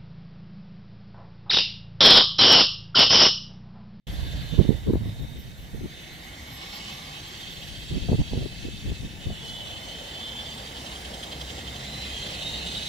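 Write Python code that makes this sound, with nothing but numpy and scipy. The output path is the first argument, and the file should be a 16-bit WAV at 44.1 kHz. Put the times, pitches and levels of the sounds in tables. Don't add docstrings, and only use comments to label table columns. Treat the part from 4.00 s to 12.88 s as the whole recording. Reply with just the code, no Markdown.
import sys
import numpy as np
from scipy import signal
from scipy.fft import rfft, irfft
from scipy.io import wavfile
from scipy.ndimage import uniform_filter1d

SR = 44100
rng = np.random.default_rng(int(sys.argv[2]) if len(sys.argv) > 2 else 0)


def wav_record(signal):
    frames = np.transpose(np.atleast_2d(signal))
    bounded = np.clip(frames, -1, 1)
    quanta = np.round(bounded * 32767).astype(np.int16)
    wavfile.write(sys.argv[1], SR, quanta)


N = 391608
TIME = np.arange(N) / SR
USUAL_AIR_DB = -44
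CHOP_PEAK_S = 7.28

# t/s, level/dB
AIR_LEVEL = [(0, -44), (.58, -43.5), (.85, -51), (1.8, -52.5), (2.02, -45), (2.33, -47.5), (2.82, -39.5),
             (3.15, -42.5), (3.85, -42.5), (4.8, -44), (5.13, -49), (5.5, -43), (6.4, -42.5), (6.65, -41.5),
             (7.55, -41), (8.25, -36.5), (8.55, -36.5), (8.88, -33)]
# t/s, roar level/dB, rumble level/dB, casing base level/dB
COMBUSTION = [(0, -47.5, -47.5, -50.5), (1.4, -56, -51.5, -55), (2.3, -54, -46, -49.5),
              (3.5, -53, -46, -50.5), (4.4, -54.5, -45.5, -54.5), (5.1, -54.5, -43.5, -52),
              (5.5, -46.5, -47.5, -51.5), (6.6, -45, -44, -49.5), (8.88, -44, -41.5, -51)]
# f/Hz, coherence (clipped to 0..1 in use)
PORT_COHERENCE = [(50, 1.44), (300, .95), (700, 1.56), (1200, 0.23), (1550, 2), (2000, 0.7), (2550, .15),
                  (3300, 0.82), (4200, 0.58), (6500, 0.4), (8500, -0.4), (15000, 0.8)]
# f/Hz, phase/rad
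PORT_LEAD = [(0, 0.64), (300, 0.25), (750, 1.27), (1200, 3.78), (1900, 5.72), (2500, 9), (3000, 11.88),
             (3900, 12), (4600, 14.4), (5300, 12.3), (7200, 14), (15000, 14.6)]
# f/Hz, level/dB
PORT_BALANCE = [(200, .5), (700, -2), (2400, -0.9), (4400, -3.5), (15000, -3)]


def amp(db):
    return 10 ** (np.asarray(db) / 20)


def unit(x):
    return x / np.sqrt(np.mean(abs(x) ** 2) + 1e-20)


def follow(rows):
    times, *columns = np.transpose(rows)
    return [np.interp(TIME, times, column) for column in columns]


def colour(points, hz):
    f, value = np.transpose(points)
    return np.interp(np.log(hz + 1), np.log(f + 1), value)


def bell(peak_s, sigma_s):
    return np.exp(-np.minimum(((TIME - peak_s) / sigma_s) ** 2 / 2, 50))


def drift(hz):
    f = np.fft.rfftfreq(N, 1 / SR)
    return unit(irfft(rfft(rng.standard_normal(N)) / (1 + (f / hz) ** 4), N))


def noise(spectrum, patchy_db, peaks=(), coherence=None, size=1024):
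    hz = np.fft.rfftfreq(size, 1 / SR)
    a, b, c, d, patches = rng.standard_normal((5, N * 4 // size + 5, len(hz)), dtype=np.float32)
    patches = uniform_filter1d(patches, size=12, axis=0)
    patches = unit(uniform_filter1d(patches, size=7, axis=1))
    db = colour(spectrum, hz) + sum(gain * np.exp(-((hz - f) / width) ** 2) for f, width, gain in peaks)
    same = np.clip(colour(PORT_COHERENCE, hz) if coherence is None else coherence, 0, 1)
    left = a + 1j * b
    right = same * left + np.sqrt(1 - same ** 2) * (c + 1j * d)
    if coherence is None:
        side = amp(colour(PORT_BALANCE, hz) / 2)
        left, right = left * side, right / side * np.exp(-1j * colour(PORT_LEAD, hz))
    frames = np.array([left, right]) * amp(db + patchy_db * patches)
    _, sound = signal.istft(frames.swapaxes(1, 2), nperseg=size, noverlap=size * 3 // 4)
    return unit(sound[:, :N])


def tone(hz, width_hz, steady):
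    carrier = np.exp(2j * np.pi * np.cumsum(hz) / SR)
    knots = np.arange(0, TIME[-1] + .1, 1 / 1000)
    lowpass = signal.butter(2, np.clip(width_hz / 2, 1, 400), fs=1000)
    white = rng.standard_normal((2, len(knots))) + 1j * rng.standard_normal((2, len(knots)))
    shared, own = (np.interp(TIME[:len(hz)], knots, unit(h)) for h in signal.lfilter(*lowpass, white))
    same = np.clip(colour(PORT_COHERENCE, hz), 0, 1)
    side = amp(colour(PORT_BALANCE, hz) / 2)
    scattered = np.sqrt(1 - steady ** 2)
    left = steady + scattered * shared
    right = steady + scattered * (same * shared + np.sqrt(1 - same ** 2) * own)
    ports = np.array([left * side, right / side * np.exp(-1j * colour(PORT_LEAD, hz))])
    return np.sqrt(2) * (carrier * ports).real


def grass():
    # peak t/s, sigma/s, level/dB
    swishes = [(5.494, .025, -48), (5.836, .025, -53), (6.52, .07, -54)]
    # f/Hz, relative level/dB
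    fizz_spectrum = [(4000, -12), (8000, 2), (13500, 5), (15700, -35)]
    brush_spectrum = [(2500, -22), (4500, 3), (7000, -4), (13000, -13), (15700, -28)]
    fizz = amp(-65 + 1.1 * drift(4.4)) * noise(fizz_spectrum, patchy_db=1.5, coherence=.2)
    brush = sum(amp(db) * bell(s, sigma) for s, sigma, db in swishes) * amp(3.5 * drift(120))
    return fizz + brush * noise(brush_spectrum, patchy_db=10, coherence=.3)


def slaps():
    # t/s, half width/s, left level/dB, right level/dB
    eddies = [(.591, .0016, -27, 1.5), (.612, 0.00094, -17, -6.5), (.652, 0.00054, -42, -17),
              (0.692, 0.00092, -41, 1), (0.89, 0.0018, -16, -27), (.957, 0.00064, -14, -12),
              (4.1176, .00084, -7.5, -12), (4.131, 0.00055, -9, -12), (4.335, .00058, -22, -14)]
    out = np.zeros((2, N))
    for s, width, left_db, right_db in eddies:
        u = (TIME - s) / width
        pulse = .17 * np.exp(-(u / 5) ** 2) - 1.1 * np.exp(-u ** 2) + .4 * np.exp(-((u - 3) / 1.3) ** 2)
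        out += amp([[left_db], [right_db]]) * pulse
    return out


def wind(edge_s=0.0085, hard_db=-18.5, breeze_rattle=0.32):
    # middle t/s, sigma/s, left and right relative level/dB
    spells = [(.3, 0.85, -32.5, -28.5), (4.603, 0.72, -35.5, -42)]
    # middle t/s, length/s, left and right relative level/dB
    gusts = [(0.541, 0.024, -48, -17), (0.6, 0.035, -34, -7), (0.654, 0.05, -27, -18.5),
             (0.716, 0.07, -47, -19.5), (.889, 0.055, -21, -18.5), (0.95, 0.058, -21.5, -20.5),
             (1.049, 0.11, -34, -28), (1.225, 0.049, -26.5, -36), (1.373, 0.03, -28.5, -53),
             (1.798, 0.13, -32, -31), (3.946, 0.077, -25, -22.5), (4.05, 0.1, -28.5, -37),
             (4.121, 0.068, -17, -17), (4.202, 0.035, -21, -16), (4.35, 0.066, -23.5, -25),
             (4.427, 0.078, -25.5, -27.5), (4.669, 0.045, -31.5, -28), (4.887, 0.085, -27, -25),
             (5.044, 0.054, -32, -34.5), (5.296, .065, -27.5, -27.5)]
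    # f/Hz, relative level/dB
    thud_spectrum = [(12, -13), (30, -8), (55, 1.5), (90, -4.5), (130, -3), (200, -12), (320, -24),
                     (520, -44), (2000, -82)]
    flutter_spectrum = [(60, -9), (130, -1.5), (230, 2.5), (400, -3.5), (600, -15), (900, -25), (1400, -40),
                        (3000, -55)]
    breeze = sum(amp([[left], [right]]) * bell(s, sigma) for s, sigma, left, right in spells)
    breeze = breeze * amp(0.4 * drift(12))
    gust_power = np.zeros((2, N))
    for s, length, left, right in gusts:
        gate = (1 + np.tanh((length / 2 - abs(TIME - s)) / edge_s * 2)) / 2
        gust_power += amp([[left], [right]]) ** 2 * gate
    eddies = amp(2.5 * np.array([drift(49), drift(35)]))
    force = np.sqrt(gust_power + breeze ** 2) * eddies
    rattle_force = np.sqrt(gust_power + (breeze_rattle * breeze) ** 2) * eddies
    hardness = np.minimum(rattle_force / amp(hard_db), 2)
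    thud_gain = amp(-2) * force / np.sqrt(1 + hardness ** 2)
    thud = thud_gain * noise(thud_spectrum, patchy_db=1.5, coherence=.1, size=4096)
    flutter_gain = amp(-28 + 4.4 * drift(88)) * hardness ** 1.26
    return thud + flutter_gain * noise(flutter_spectrum, patchy_db=3.5, coherence=.15)


def exhaust(hum_hz=66, hum_full_s=7.08, hum_db_per_s=11):
    # f/Hz, relative level/dB
    roar_spectrum = [(150, -13.5), (380, -4), (520, 1), (680, 0.5), (900, 0), (1150, -7), (1400, -11),
                     (2200, -25)]
    rumble_spectrum = [(15, -30), (35, -8), (55, 3), (90, -3), (140, 0.5), (230, -3.5), (340, -11),
                       (500, -19), (900, -39)]
    roar_db, rumble_db, _ = follow(COMBUSTION)
    hum_db = -45 - hum_db_per_s * np.maximum(hum_full_s - TIME, 0)
    hum = amp(hum_db) * tone(np.full(N, hum_hz), width_hz=6.4, steady=.65)
    roar = amp(roar_db) * noise(roar_spectrum, patchy_db=1.6)
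    rumble = amp(rumble_db) * noise(rumble_spectrum, patchy_db=1.5, size=4096)
    return roar + rumble + hum


def casing(air_db):
    # f/Hz, relative level/dB
    spectrum = [(900, -15.5), (1300, -7.5), (1550, -3), (2150, 2), (2450, -4.5), (2800, -23.5)]
    # f/Hz, width/Hz, gain/dB
    ripple = [(1280, 56, -6), (1390, 64, 2.5)]
    db = follow(COMBUSTION)[2] + 0.26 * (air_db - USUAL_AIR_DB)
    return amp(db) * noise(spectrum, patchy_db=1.5, peaks=ripple)


def jet(air_db, step_s=2.27, step_db=2.5, rise_db_per_s=.25):
    # f/Hz, relative level/dB
    spectrum = [(3500, -14), (4700, 0.5), (5400, 4), (6200, 2.5), (7400, 2), (8100, -2.5), (10000, -7.5),
                (12500, -12.5), (15700, -33)]
    # f/Hz, width/Hz, gain/dB
    ripple = [(4720, 84, -11), (6960, 120, -5), (7170, 130, 1)]
    step = (1 + np.tanh((TIME - step_s) / .15)) / 2
    db = -55.5 + 0.68 * (air_db - USUAL_AIR_DB) + step_db * step + rise_db_per_s * TIME
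    return amp(db) * noise(spectrum, patchy_db=2.5, peaks=ripple)


def intake(air_db):
    # f/Hz, relative level/dB
    spectrum = [(1900, -18), (2450, -3), (2650, 1), (3150, 0), (3700, 3.5), (4200, -2.5), (4600, -7.5),
                (4850, -8.5), (6000, -48)]
    # f/Hz, width/Hz, gain/dB
    duct_modes = [(2410, 99, -6), (2593, 62, 4.5), (2750, 60, -3), (2957, 69, 6), (3210, 60, 3.5),
                  (3420, 70, -5.5), (3525, 98, 3.5), (4155, 49, 4.5), (4330, 80, -1), (4530, 99, 7.5)]
    return amp(air_db - 1.13) * noise(spectrum, patchy_db=2, peaks=duct_modes)


def whistles(sharp_hz=90):
    # peak t/s, sigma/s, f/Hz, glide/(Hz/s), width/Hz, level/dB
    lines = [(0.352, 0.21, 1660, -3, 130, -56), (0.501, .2, 3610, 57.5, 70, -48.5),
             (1.25, 0.22, 3704, 0, 170, -53.5), (2.05, .22, 6215, 230, 88.8, -63),
             (2.2, 0.22, 2000, -0.5, 403.5, -54.5), (2.7, 0.44, 2185, -0.5, 90, -51.5),
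             (2.753, 0.19, 5320, 1, 664, -49.5), (2.852, 0.42, 1106, 0, 200, -52),
             (2.85, 0.49, 802, -0.5, 130, -53), (3.453, .4, 6620, 400, 130, -65),
             (3.699, 0.82, 3234, 45, 111, -48.5), (3.898, 0.64, 4510, 2, 140, -52.5),
             (4.499, 0.76, 2626, 0.5, 110, -51), (5.099, 0.29, 3650, 38, 70, -55.5),
             (5.55, .14, 3410, 59.5, 92, -43), (5.652, 0.25, 3050, 130, 119, -41),
             (5.905, .16, 4300, -0.5, 40, -55), (6.3, 0.23, 3130, 90.5, 120, -40),
             (6.321, .17, 3470, 50.5, 60, -42), (6.58, .16, 4670, -1, 40.5, -53.5),
             (6.943, 0.27, 9260, 601, 160, -57.5), (7.45, 0.56, 4930, -1, 76, -56),
             (7.69, .006, 3150, 0, 200, -36), (7.964, .1, 4000, 2, 160, -41.5),
             (8.099, .5, 2040, -5, 160, -50.5), (8.2, 0.24, 2480, 99.5, 130, -52),
             (8.219, .09, 3197, 1.5, 200, -37), (8.45, 0.43, 10500, 1050, 160, -60),
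             (8.599, 0.23, 2870, 251, 130, -45.5), (8.55, 0.25, 4170, 177.5, 80, -46),
             (8.477, .1, 3750, 120.5, 50, -38), (8.753, 0.0029, 3890, 0, 60, -30),
             (8.82, .12, 3830, 300, 55, -38.5)]
    out = np.zeros((2, N))
    for s, sigma, hz, glide, width_hz, db in lines:
        on = abs(TIME - s) < 4 * sigma
        steady = 0.91 * np.exp(-(width_hz / sharp_hz) ** 2)
        out[:, on] += amp(db) * bell(s, sigma)[on] * tone(hz + glide * (TIME[on] - s), width_hz, steady)
    return out


def compressor(air_db, fade_hz=13380, fade_db=-18):
    # t/s, f/Hz
    blade_pitch = [(0, 11480), (2, 12360), (3.7, 13260), (6, 14230), (7.3, 14530), (8.88, 15050)]
    hz = follow(blade_pitch)[0] * (1 + 0.000374 * drift(11))
    faded = (1 + np.tanh((hz - fade_hz) / 110)) / 2
    db = -60.5 + 0.53 * (air_db - USUAL_AIR_DB) + fade_db * faded
    blades = amp(db + 3.4 * drift(13)) * tone(hz, width_hz=48, steady=.92)
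    octave_below = amp(-75 + 1.8 * TIME) * tone(hz / 2, width_hz=65, steady=.3)
    return blades + octave_below


def blade_pulses(one_pass_s=7.236, sharpness=6):
    # t/s, f/Hz
    passing_rate = [(0, 3.352), (8.88, 12.836)]
    passes = np.cumsum(follow(passing_rate)[0]) / SR
    passes -= np.interp(one_pass_s, TIME, passes)
    return np.exp(sharpness * (np.cos(2 * np.pi * passes) - 1))


def chirps(hz=3200):
    bursts = bell(CHOP_PEAK_S, .53) * (0.2 + blade_pulses())
    return amp(-38) * bursts * tone(np.full(N, hz), width_hz=240, steady=.52)


def rotor_chop():
    depth_db = 0.3 * TIME + 7 * bell(CHOP_PEAK_S, .26)
    return depth_db * (blade_pulses() - .3)


def turbine():
    air_db = follow(AIR_LEVEL)[0]
    chop_db, flicker_db = rotor_chop(), drift(29)
    return (amp(.17 * chop_db + .5 * flicker_db) * casing(air_db)
            + amp(.74 * chop_db + .97 * flicker_db) * intake(air_db)
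            + amp(.55 * chop_db + .38 * flicker_db) * jet(air_db)
            + amp(.84 * chop_db + 1.1 * flicker_db) * whistles()
            + chirps() + compressor(air_db))


def scene():
    return turbine() + exhaust() + grass() + wind() + slaps()


def record(dry, open_s=.068, cutoff_hz=15750):
    opening = np.clip((TIME - open_s) / .003, .004, 1)
    lowpass = signal.firwin(2047, cutoff_hz, window=("kaiser", 9), fs=SR)
    return signal.oaconvolve(np.clip(dry, -1, 1) * opening, lowpass[None], "same")


dry = scene()
out = record(dry)
wav_record(out)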